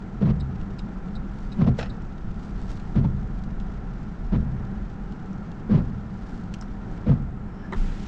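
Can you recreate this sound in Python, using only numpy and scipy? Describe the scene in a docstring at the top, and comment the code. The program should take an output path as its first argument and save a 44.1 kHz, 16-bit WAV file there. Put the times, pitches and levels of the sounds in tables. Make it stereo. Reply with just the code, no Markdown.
"""A blower and a low road rumble, then a shudder and a drag: wipers at work in an electric car on a wet car park.
The lips stick and slip as they flip over at each upstroke; the drag is noise with a sinking drone.
Drops tick on the windshield, tyres hiss, the indicator ticks, and a sleeve rustles as filtered, grainy noise.
The indicator stalk snaps back just before the last tick. Near the end small clicks and a brake are heard,
then trim chatters and the body booms over a bump; short blows ring each body through its resonances."""
import sys
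import numpy as np
from scipy import signal
from scipy.fft import rfft, irfft, next_fast_len
from scipy.io import wavfile
from scipy.ndimage import uniform_filter1d, map_coordinates

SR = 44100
rng = np.random.default_rng(int(sys.argv[2]) if len(sys.argv) > 2 else 0)


def waveform_to_disk(signal):
    """Save audio, clipped to [-1, 1], as 16-bit WAV at the path in sys.argv[1]."""
    frames = np.transpose(np.atleast_2d(signal))
    scaled = np.clip(frames, -1, 1) * 32767
    samples = np.round(scaled).astype(np.int16)
    wavfile.write(sys.argv[1], SR, samples)


N = 356239
T = np.arange(N) / SR  # seconds


def amp(db):
    """Decibels to gain."""
    return 10 ** (np.asarray(db) / 20)


def unit(x):
    """Scale to rms 1."""
    return x / np.sqrt(np.mean(x ** 2) + 1e-20)


def loudest(x, size):
    """Scale x so that its loudest stretch of size samples has rms 1."""
    return x / np.sqrt(uniform_filter1d(x ** 2, size).max())


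def along(points, hz):
    """Read (Hz, value) points on a log frequency axis."""
    point_hz, values = np.transpose(points)
    return np.interp(np.log(hz + 1), np.log(point_hz + 1), values)


def curve(rows):
    """One value per sample from (s, value) rows."""
    return np.interp(T, *np.transpose(rows))


def wobble(rate):
    """A smooth random curve with rate knots a second."""
    knots = rng.standard_normal(int(N * rate / SR) + 4)
    return map_coordinates(knots, [T * rate])


def bell(t, half):
    """A smooth swell round t = 0."""
    return np.exp(-(t / half) ** 2 / 2)


def filtered(x, response):
    """x times a complex response of frequency."""
    n = x.shape[-1]
    padded = next_fast_len(n + 8192)  # room for the tail
    hz = np.fft.rfftfreq(padded, 1 / SR)
    return irfft(rfft(x, padded) * response(hz), padded)[..., :n]


def coloured(x, spectrum):
    """x shaped by a (Hz, dB) spectrum."""
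    return filtered(x, lambda hz: amp(along(spectrum, hz)))


def ring(x, modes):
    """x through a body's resonances, added with alternating sign."""
    def response(hz):
        total = 0
        for k, (centre, width, db) in enumerate(modes):
            damping = 1j * hz * width
            total = total + (-1) ** k * amp(db) * damping / (centre * centre - hz * hz + damping)
        return total
    return filtered(x, response)


# How alike the two sides of the cabin sound. Each row: frequency in Hz, left-right likeness (1 = identical).
LIKENESS = [(100, .992), (500, .965), (1000, .93), (2000, .8), (4000, .55), (8000, .35)]


def cabin_noise(size):
    """White noise at two microphones: alike in the bass, diffuse in the treble."""
    def mid_and_side(hz):
        turn = np.arccos(np.clip(along(LIKENESS, hz), -1, 1)) / 2
        return np.array([np.cos(turn), np.sin(turn)])
    mid, side = filtered(rng.standard_normal((2, size)), mid_and_side)
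    return np.array([mid + side, mid - side])


def add(out, s, x):
    """Mix x into out from time s."""
    i = max(round(s * SR), 0)
    out[..., i:i + x.shape[-1]] += x[..., :max(N - i, 0)]


def panned(x, pan_db):
    """x with the left side pan_db above the right."""
    return x * amp([[pan_db / 2], [-pan_db / 2]])


def strike(modes, rise, t60, cabin_db, cabin_t60, blow_db):
    """A clean blow, its rough contact and the scatter round the cabin ring a body; the loudest 5 ms have rms 1."""
    t = T[:SR // 5]
    contact = amp(-60 * np.maximum(t - rise, 0) / t60)
    scatter = amp(cabin_db - 60 * t / cabin_t60)
    shape = np.minimum(t / rise, 1) * (contact + scatter)
    force = cabin_noise(len(t)) * shape
    force[:, np.argmax(shape)] += amp(blow_db) * np.linalg.norm(shape)  # the clean blow, at the peak
    return loudest(ring(force, modes), size=SR // 200)


# The road's steady rumble. 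Each row: time in seconds, level in dB.
ROAD_LEVEL = [(0.05, -39.5), (1.4, -34), (2.5, -31), (3.4, -31.5), (4.6, -34), (6.25, -38.5), (6.8, -33.5),
              (7.6, -38)]
# Tone of the rumbling body. Each row: frequency in Hz, relative level in dB per Hz.
RUMBLE_TONE = [(10, -6.5), (27, -1), (42, 1), (60, -7.5), (90, -20), (160, -12.5), (500, -105)]
# The tyres roll over uneven tarmac. Each row: time of the peak in seconds, level in dB.
ROAD_JOLTS = [(.61, -34.5), (1.17, -31.5), (1.788, -32), (2.29, -28.5), (3.3, -34)]


def rumble():
    """The body rumbles with the road, swelling at each jolt and as the wiper linkage turns round."""
    jolts = sum(amp(db) * bell(T - s, half=0.031) for s, db in ROAD_JOLTS)
    sway = sum(amp(-35) * bell(T - s, half=0.076) for s, _ in WIPER_STROKES)
    level = amp(curve(ROAD_LEVEL)) + jolts + sway
    return level * unit(coloured(cabin_noise(N), RUMBLE_TONE))


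# Tone of the blown air. Each row: frequency in Hz, relative level in dB per Hz.
BLOWER_TONE = [(50, -23), (90, -2), (125, -2), (150, -3.5), (190, 4.5), (260, -9), (400, -14.5),
               (600, -22.5), (950, -21.5), (1150, -25.5), (1750, -28.5), (2300, -37.5), (5000, -67.5),
               (9000, -87)]
# Resonances of the air ducts. Each row: frequency in Hz, width in Hz, relative level in dB.
DUCT_MODES = [(197, 11.6, 3), (419, 15, -15.5), (637, 6.5, -16), (780, 52, -15.5), (1349, 117, -18)]


def blower():
    """Air noise that wavers slowly in level, over steady noise ringing the ducts."""
    air = amp(-36.0 + 0.79 * wobble(3.592)) * unit(coloured(cabin_noise(N), BLOWER_TONE))
    ducts = amp(-43.5) * unit(ring(cabin_noise(N), DUCT_MODES))
    return air + ducts


# The wet tyres. Each row: time in seconds, hiss level in dB.
HISS_LEVEL = [(0, -66), (2.6, -65), (4.0, -65.5), (6.0, -66), (6.5, -65.5), (7.15, -64.5), (7.35, -90),
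              (7.65, -69), (8.08, -51.5)]
# Tone of the hiss. Each row: frequency in Hz, relative level in dB per Hz.
HISS_TONE = [(600, -27.5), (1500, 2), (3000, 7), (4500, 2.5), (5800, 1.5), (7700, -6), (8400, -10),
             (10000, -25.5), (14000, -24)]


def tyres():
    """The wet hiss of the tyres: noise made slightly grainy by a fast random level."""
    grainy = cabin_noise(N) * amp(2.9 * wobble(130))
    return amp(curve(HISS_LEVEL)) * unit(coloured(grainy, HISS_TONE))


# Heavier drops on glass and roof; the one at 0.791 is part of the indicator's tock.
# Each row: start in seconds, level in dB, ring in Hz.
HEAVY_DROPS = [(0.613, -52, 2780), (0.791, -46, 2600), (1.084, -56.5, 2520), (2.1793, -55.5, 3800),
               (2.7978, -50, 3100), (3.4372, -52, 3860), (3.5997, -50.5, 2620), (5.122, -53, 3540),
               (5.33, -57, 5460), (5.516, -51.5, 2490), (6.977, -53, 3020), (7.222, -61, 5500)]
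# What every drop rings. Each row: frequency in Hz, width in Hz, relative level in dB.
PANE_MODES = [(1500, 600, -7.5), (2880, 1100, -1.5), (7500, 1200, -13)]


def rain():
    """A few heavy drops among many faint ones; each spot of the pane adds its own ring."""
    out = np.zeros((2, N))
    faint = [(u * N / SR, -70 + 13 * v ** 2, 3000 + 3000 * w) for u, v, w in rng.random((60, 3))]
    for s, db, hz in list(HEAVY_DROPS) + faint:
        drop = strike([(hz, 1500, 0)] + PANE_MODES,
                      rise=.0012, t60=0.03, cabin_db=-6.5, cabin_t60=0.1, blow_db=-4)
        add(out, s, amp(db) * drop)
    return out


# The blade holders knock in their play. Each row: start in seconds, level in dB, ring in Hz.
HOLDER_KNOCKS = [(0.209, -27.5, 454), (0.222, -33, 514), (0.268, -32.5, 790), (0.284, -30.5, 520),
                 (0.302, -28.5, 433), (1.620, -30, 483), (1.661, -30, 600), (1.67, -35, 1030),
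                 (1.682, -30.5, 710), (2.952, -30.5, 520), (2.960, -38, 577), (2.988, -34, 377),
                 (3.041, -35.5, 920), (4.326, -35.5, 478), (4.333, -38, 990), (4.357, -34, 640),
                 (5.690, -29, 470), (5.741, -29.5, 640), (5.769, -27.5, 422), (5.786, -34.5, 600),
                 (7.061, -35.5, 540), (7.072, -41, 1010), (7.089, -28.5, 497), (7.109, -37, 1270),
                 (7.111, -38, 945)]
# Resonances of a holder. Each row: frequency in Hz, width in Hz, relative level in dB.
HOLDER_MODES = [(307, 115, -3.5), (566, 90, -15)]


def holder_knocks():
    """Loose blade holders are struck at the foot of the glass, each knock with its own ring."""
    out = np.zeros((2, N))
    for s, db, hz in HOLDER_KNOCKS:
        knock = strike([(hz, 70, 0)] + HOLDER_MODES,
                       rise=.005, t60=0.016, cabin_db=-17.5, cabin_t60=0.067, blow_db=-0.5)
        add(out, s, amp(db) * knock)
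    return out


# Resonances of the windshield. Each row: frequency in Hz, width in Hz, relative level in dB.
GLASS_MODES = [(124, 30.1, 3.5), (163, 51.5, 3), (225.3, 30, 3.5), (398.8, 13, -17), (476, 23, -19),
               (680, 35, -24.5), (1000, 120, -31)]
# The wiper arm rocks. Each row: frequency in Hz, width in Hz, relative level in dB.
ARM_MODES = [(82, 42.4, -1.5), (124, 36, 0.5)]
# Tone of rubber on wet glass. Each row: frequency in Hz, relative level in dB per Hz.
SCRAPE_TONE = [(150, -28.5), (330, 1), (500, 0), (750, -1.5), (1000, -0.5), (1400, -5.5), (2200, -12.5),
               (4000, -19.5), (6000, -29.5), (9000, -65.5)]
LEAD_S = .1  # room for the swell ahead of each roll-over


def shudder(roll_s, slip_hz, slowing, jitter, scatter_db, arm_db):
    """The lip sticks and slips ever more slowly as it rolls over; each slip knocks the glass and scrapes."""
    t = T[:SR // 3] - LEAD_S
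    swell = np.where(t < 0, bell(t, roll_s), np.exp(-np.abs(t) / (1.64 * roll_s)))
    rate = slip_hz * np.exp(-slowing * np.tanh(t / roll_s / 2))
    slips = np.flatnonzero(np.diff(np.floor(np.cumsum(rate) / SR + rng.random())))
    timing, strength = rng.standard_normal((len(t), 2))[:len(slips)].T
    shift = (timing * jitter * SR / slip_hz).astype(int)
    pulses = np.zeros(len(t))
    pulses[np.clip(slips + shift, 0, len(t) - 1)] = amp(scatter_db * strength)
    force = pulses - rate / SR  # builds up while the lip sticks, lets go as it slips
    rubber_tone = [(600, -2.0), (1500, -14), (5000, -18.0), (9000, -44.5)]  # a soft contact: (Hz, dB)
    knock = loudest(ring(coloured(force * swell, rubber_tone), GLASS_MODES), size=SR // 50)
    rock = loudest(ring(rng.standard_normal(len(t)) * swell, ARM_MODES), size=SR // 50)
    scuffs = signal.lfilter([1], [1, -np.exp(-1 / (0.0031 * SR))], pulses)  # each slip fades over 3.1 ms
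    # steady wet rubbing fills the gaps at 0.75 of one slip; the scuff peaks 1.4 ms before the thud
    grit = (scuffs + 0.75) * bell(t + 0.0014, 0.94 * roll_s)
    scrape = loudest(coloured(cabin_noise(len(t)) * grit, SCRAPE_TONE), size=SR // 70)
    return knock + amp(arm_db) * rock, scrape


# A rubber lip flips over at the foot of the glass. Each row: time in seconds, thud level in dB,
# roll-over time in seconds, slip rate in Hz at that time, scrape level in dB.
LIP_FLIPS = [(0.230, -18, 0.013, 186, -41.5), (0.273, -18, 0.018, 134.5, -42),
             (0.305, -22.5, 0.0097, 218.6, -38.5), (1.594, -20.5, 0.014, 192, -46.5),
             (1.621, -15.5, 0.013, 150.3, -35), (1.648, -23.5, .006, 168.8, -42),
             (1.683, -15, .011, 149.5, -37), (2.964, -18, 0.0093, 189.9, -42),
             (2.989, -17.5, .013, 129.9, -40.5), (3.051, -20.5, 0.0076, 160.5, -42.5),
             (4.333, -19.5, 0.0083, 166, -45), (4.353, -19, 0.014, 134.9, -39),
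             (5.721, -14.5, .016, 190.7, -40), (5.752, -18.5, 0.013, 150.1, -37.5),
             (5.788, -23.5, 0.013, 176.7, -40.5), (5.815, -23.5, 0.0072, 161.2, -55),
             (7.076, -20, 0.0095, 184.7, -43), (7.097, -14, .012, 149.5, -39.5),
             (7.123, -19.5, 0.0099, 127.9, -44)]


def lip_flips():
    """Rubber lips flip over in stuttering thuds, each with a wet scrape."""
    out = np.zeros((2, N))
    for s, db, roll_s, slip_hz, scrape_db in LIP_FLIPS:
        thud, scrape = shudder(roll_s, slip_hz, slowing=.25, jitter=0.076, scatter_db=2.5, arm_db=-7.5)
        add(out, s - LEAD_S, amp(db) * thud + amp(scrape_db) * scrape)
    return out


def drone(t, start_hz, fall, waver):
    """The blade's judder sinks in pitch as it speeds up."""
    hz = start_hz * np.exp(-fall * t + waver * wobble(45))
    return np.sin(2 * np.pi * np.cumsum(hz) / SR) * amp(3 * wobble(60))


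# Tone of the dragging blade. Each row: frequency in Hz, relative level in dB per Hz.
DRAG_TONE = [(30, -33), (68, 3.5), (100, -8), (128, -9), (165, -13.5), (215, -6.5), (280, -27.5),
             (500, -31), (1200, -70), (4000, -84.5)]
# The blades drag up the glass. Each row: start in seconds, level in dB before the attack and fade.
WIPER_STROKES = [(0.292, -26), (1.696, -30), (3.005, -25.5), (4.376, -25.5), (5.786, -28.5), (7.128, -29)]


def blade_drag():
    """The blades rub and drone more and more softly on the way up the glass."""
    out = np.zeros((2, N))
    rise_s, fade_db_per_s = 0.0086, 42.5
    rubbing = unit(coloured(cabin_noise(N), DRAG_TONE))
    for s, db in WIPER_STROKES:
        t = np.maximum(T - s, 0)
        pressure = amp(db - fade_db_per_s * t) * np.minimum(t / rise_s, 1)
        judder = amp(1.0) * drone(t, start_hz=149.9, fall=.85, waver=0.07)
        out += pressure * (rubbing + judder)
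    return out


# The indicator. Each row: start in seconds, level in dB before the pulse's own level.
INDICATOR_TICKS = [(0.399, -43), (0.784, -45.5), (1.151, -43.5), (1.517, -46), (1.894, -44)]
# The pulses within a tick. Each row: seconds after the tick, level in dB relative to the tick.
TICK_PULSES = [(0, -4.5), (.0052, -1.5), (0.0112, -7.5)]
# Resonances of every tick. Each row: frequency in Hz, width in Hz, relative level in dB.
TICK_MODES = [(3766, 70, 6.5), (4040, 110, 2.5), (4400, 160, -7), (5030, 180, -10), (7730, 200, -15),
              (9430, 200, -19)]
# Every second tick also rings these. Each row: frequency in Hz, width in Hz, relative level in dB.
TOCK_MODES = [(2560, 106, -3.5), (2850, 110, -10), (5000, 190, -0.5)]


def indicator():
    """Dry ticks and tocks in turn; each is a quick run of three dry pulses through resonances."""
    out = np.zeros((2, N))
    for k, (s, db) in enumerate(INDICATOR_TICKS):
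        modes = TICK_MODES + TOCK_MODES if k % 2 else TICK_MODES
        for after_s, pulse_db in TICK_PULSES:
            pulse = strike(modes, rise=0.0016, t60=0.022, cabin_db=-20.5, cabin_t60=0.13, blow_db=-8.5)
            add(out, s + after_s, amp(db + pulse_db) * pulse)
    return panned(out, -1.5)


# Sleeve and palm rub on the wheel. Each row: middle in seconds, half length in seconds, level in dB.
WHEEL_RUBS = [(1.474, 0.12, -59.5), (2.459, 0.053, -56.5), (2.62, .04, -54.5), (2.721, 0.032, -51),
              (2.838, 0.097, -59.5), (6.305, 0.1, -57.5), (6.936, 0.043, -60.5)]
# Tone of the leather. Each row: frequency in Hz, relative level in dB per Hz.
LEATHER_TONE = [(1000, 0), (2400, -7), (3500, -6), (4600, -6), (7700, -12.5), (9000, -12), (13000, -17.5)]


def sleeve():
    """Leather slides over the wheel in a dense grainy rustle."""
    speed = sum(amp(db) * bell(T - s, half) for s, half, db in WHEEL_RUBS)
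    grain = amp(3.2 * wobble(350) + 1.5 * wobble(45))
    return speed * unit(coloured(cabin_noise(N) * grain, LEATHER_TONE))


# The cancelling cam scrapes past. Each row: frequency in Hz, relative level in dB per Hz.
RASP_TONE = [(400, -18), (1500, 2), (3500, -7), (5500, -10), (8000, -15), (13000, -25.5)]
# The stalk snaps back and rattles. Each row: start in seconds, level in dB, added ring in Hz,
# that ring's relative level in dB.
STALK_SNAPS = [(1.786, -24, 494, 22), (1.791, -33.5, 2610, 0), (1.809, -32, 666, 12),
               (1.827, -31.5, 690, 13.5), (1.841, -50, 1670, -3), (1.858, -44, 1340, 2)]
# Resonances of the stalk. Each row: frequency in Hz, width in Hz, relative level in dB.
STALK_MODES = [(860, 300, 0), (1290, 220, 0), (1700, 250, 0.5), (1950, 140, 2), (2600, 260, -1.5),
               (3300, 580, -8), (4150, 370, -9), (5270, 370, -11), (6900, 1000, -24.5)]


def stalk():
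    """The turning wheel drags its cam past the indicator stalk, which snaps back and rattles."""
    grainy = cabin_noise(N) * amp(2.5 * wobble(500))
    out = amp(-45) * bell(T - 1.800, half=0.018) * unit(coloured(grainy, RASP_TONE))
    for s, db, hz, ring_db in STALK_SNAPS:
        snap = strike([(hz, 70, ring_db)] + STALK_MODES,
                      rise=0.0018, t60=0.044, cabin_db=-10.5, cabin_t60=0.22, blow_db=-7)
        add(out, s, amp(db) * snap)
    return out


# Small plastic clicks. Each row: start in seconds, level in dB, added ring in Hz,
# that ring's relative level in dB, contact's 60 dB fade in seconds.
PLASTIC_CLICKS = [(6.539, -36, 3140, 4, .028), (6.612, -37.5, 5540, 22, 0.0071),
                  (6.6232, -38, 1200, 22, 0.025)]
# Resonances of the plastic. Each row: frequency in Hz, width in Hz, relative level in dB.
PLASTIC_MODES = [(1600, 530, -1.5), (4370, 900, -8), (5850, 1100, -4.5), (6940, 1200, -7), (9050, 970, -9),
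                 (11400, 910, -10.5)]


def clicks():
    """Something small and plastic clicks near the dashboard: short blows on a stiff little body."""
    out = np.zeros((2, N))
    for s, db, hz, ring_db, t60 in PLASTIC_CLICKS:
        click = strike([(hz, 400, ring_db)] + PLASTIC_MODES,
                       rise=0.00054, t60=t60, cabin_db=-13.5, cabin_t60=0.087, blow_db=-10)
        add(out, s, amp(db) * click)
    return panned(out, 2)


# Resonances of the rubbing brake. Each row: frequency in Hz, width in Hz, relative level in dB.
BRAKE_MODES = [(3020, 200, 0), (5170, 160, 0), (5560, 150, -2)]
# The squeak's resonance. Each row: frequency in Hz, width in Hz, relative level in dB.
SQUEAK_MODES = [(1680, 120, 0)]


def brake(rub_s=7.61, squeak_s=7.657):
    """A brake rubs thinly and breaks into one faint, hoarse squeak."""
    rub = amp(-66.5) * bell(T - rub_s, 0.08) * unit(ring(cabin_noise(N), BRAKE_MODES))
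    hoarse = unit(ring(ring(cabin_noise(N), SQUEAK_MODES), SQUEAK_MODES))  # rung twice for a narrower pitch
    return rub + amp(-47.0) * bell(T - squeak_s, 0.02) * hoarse


# Loose trim chatters. Each row: start in seconds, level in dB, ring in Hz.
TRIM_CLACKS = [(7.7223, -29, 2060), (7.727, -30.5, 1110), (7.732, -30, 1980), (7.744, -38, 1910)]
# Resonances of the trim. Each row: frequency in Hz, width in Hz, relative level in dB.
TRIM_MODES = [(388, 40, 7.5), (920, 110, -2), (1140, 82, 4), (1500, 150, -8.5), (1740, 180, -4),
              (1950, 130, 3.5), (2870, 180, -25), (3950, 500, -27)]
# Tone of the tyres in water. Each row: frequency in Hz, relative level in dB per Hz.
SPLASH_TONE = [(40, 21), (70, 27), (120, 11), (200, 14.5), (400, -11), (700, -21), (1400, -5), (2200, -9.5),
               (4000, -15), (8000, -20)]


def bump(drop_s=7.766, water_s=7.755, rise_s=0.01):
    """Trim chatters, the body booms on its springs and the tyres swish through water."""
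    chatter = np.zeros((2, N))
    for s, db, hz in TRIM_CLACKS:
        clack = strike(TRIM_MODES + [(hz, 100, 3)],
                       rise=0.0018, t60=0.027, cabin_db=-12, cabin_t60=0.12, blow_db=-8.5)
        add(chatter, s, amp(db) * clack)
    t = np.maximum(T - drop_s, 0)
    boom = np.sin(2 * np.pi * 27.5 * t) * (1 - np.exp(-t / .025)) * amp(-10 - 60 * t / .62)
    swish = np.clip((T - water_s) / rise_s, 0, 1) * amp(-32.5 - 20 * t)
    splash = swish * unit(coloured(cabin_noise(N), SPLASH_TONE))
    return panned(chatter, 1.5) + boom + splash


def scene():
    """Everything as heard from between the seats."""
    car = rumble() + blower() + tyres()
    wipers = holder_knocks() + lip_flips() + blade_drag()
    controls = indicator() + sleeve() + stalk() + clicks()
    return car + rain() + wipers + controls + brake() + bump()


# The treble leans right. Each row: frequency in Hz, level in dB added on the right and taken off the left.
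RIGHT_LEAN = [(1000, 0), (2200, -0.5), (4500, -0.1), (8000, 0.1), (12000, 3)]


def record(dry):
    """The left microphone hears one sample later and duller; the top octave rolls off up to a band limit."""
    side = np.array([[-1], [1]])  # left, right

    def placement(hz):
        half_sample_shift = np.exp(2j * np.pi * hz * side * .5 / SR)
        return amp(side * along(RIGHT_LEAN, hz)) * half_sample_shift
    pair = filtered(dry, placement)
    dulled = coloured(pair, [(7600, 0), (8600, -8.5), (13000, -24.0)])
    return filtered(dulled, lambda hz: hz < 14100)


dry = scene()
out = record(dry)
waveform_to_disk(out)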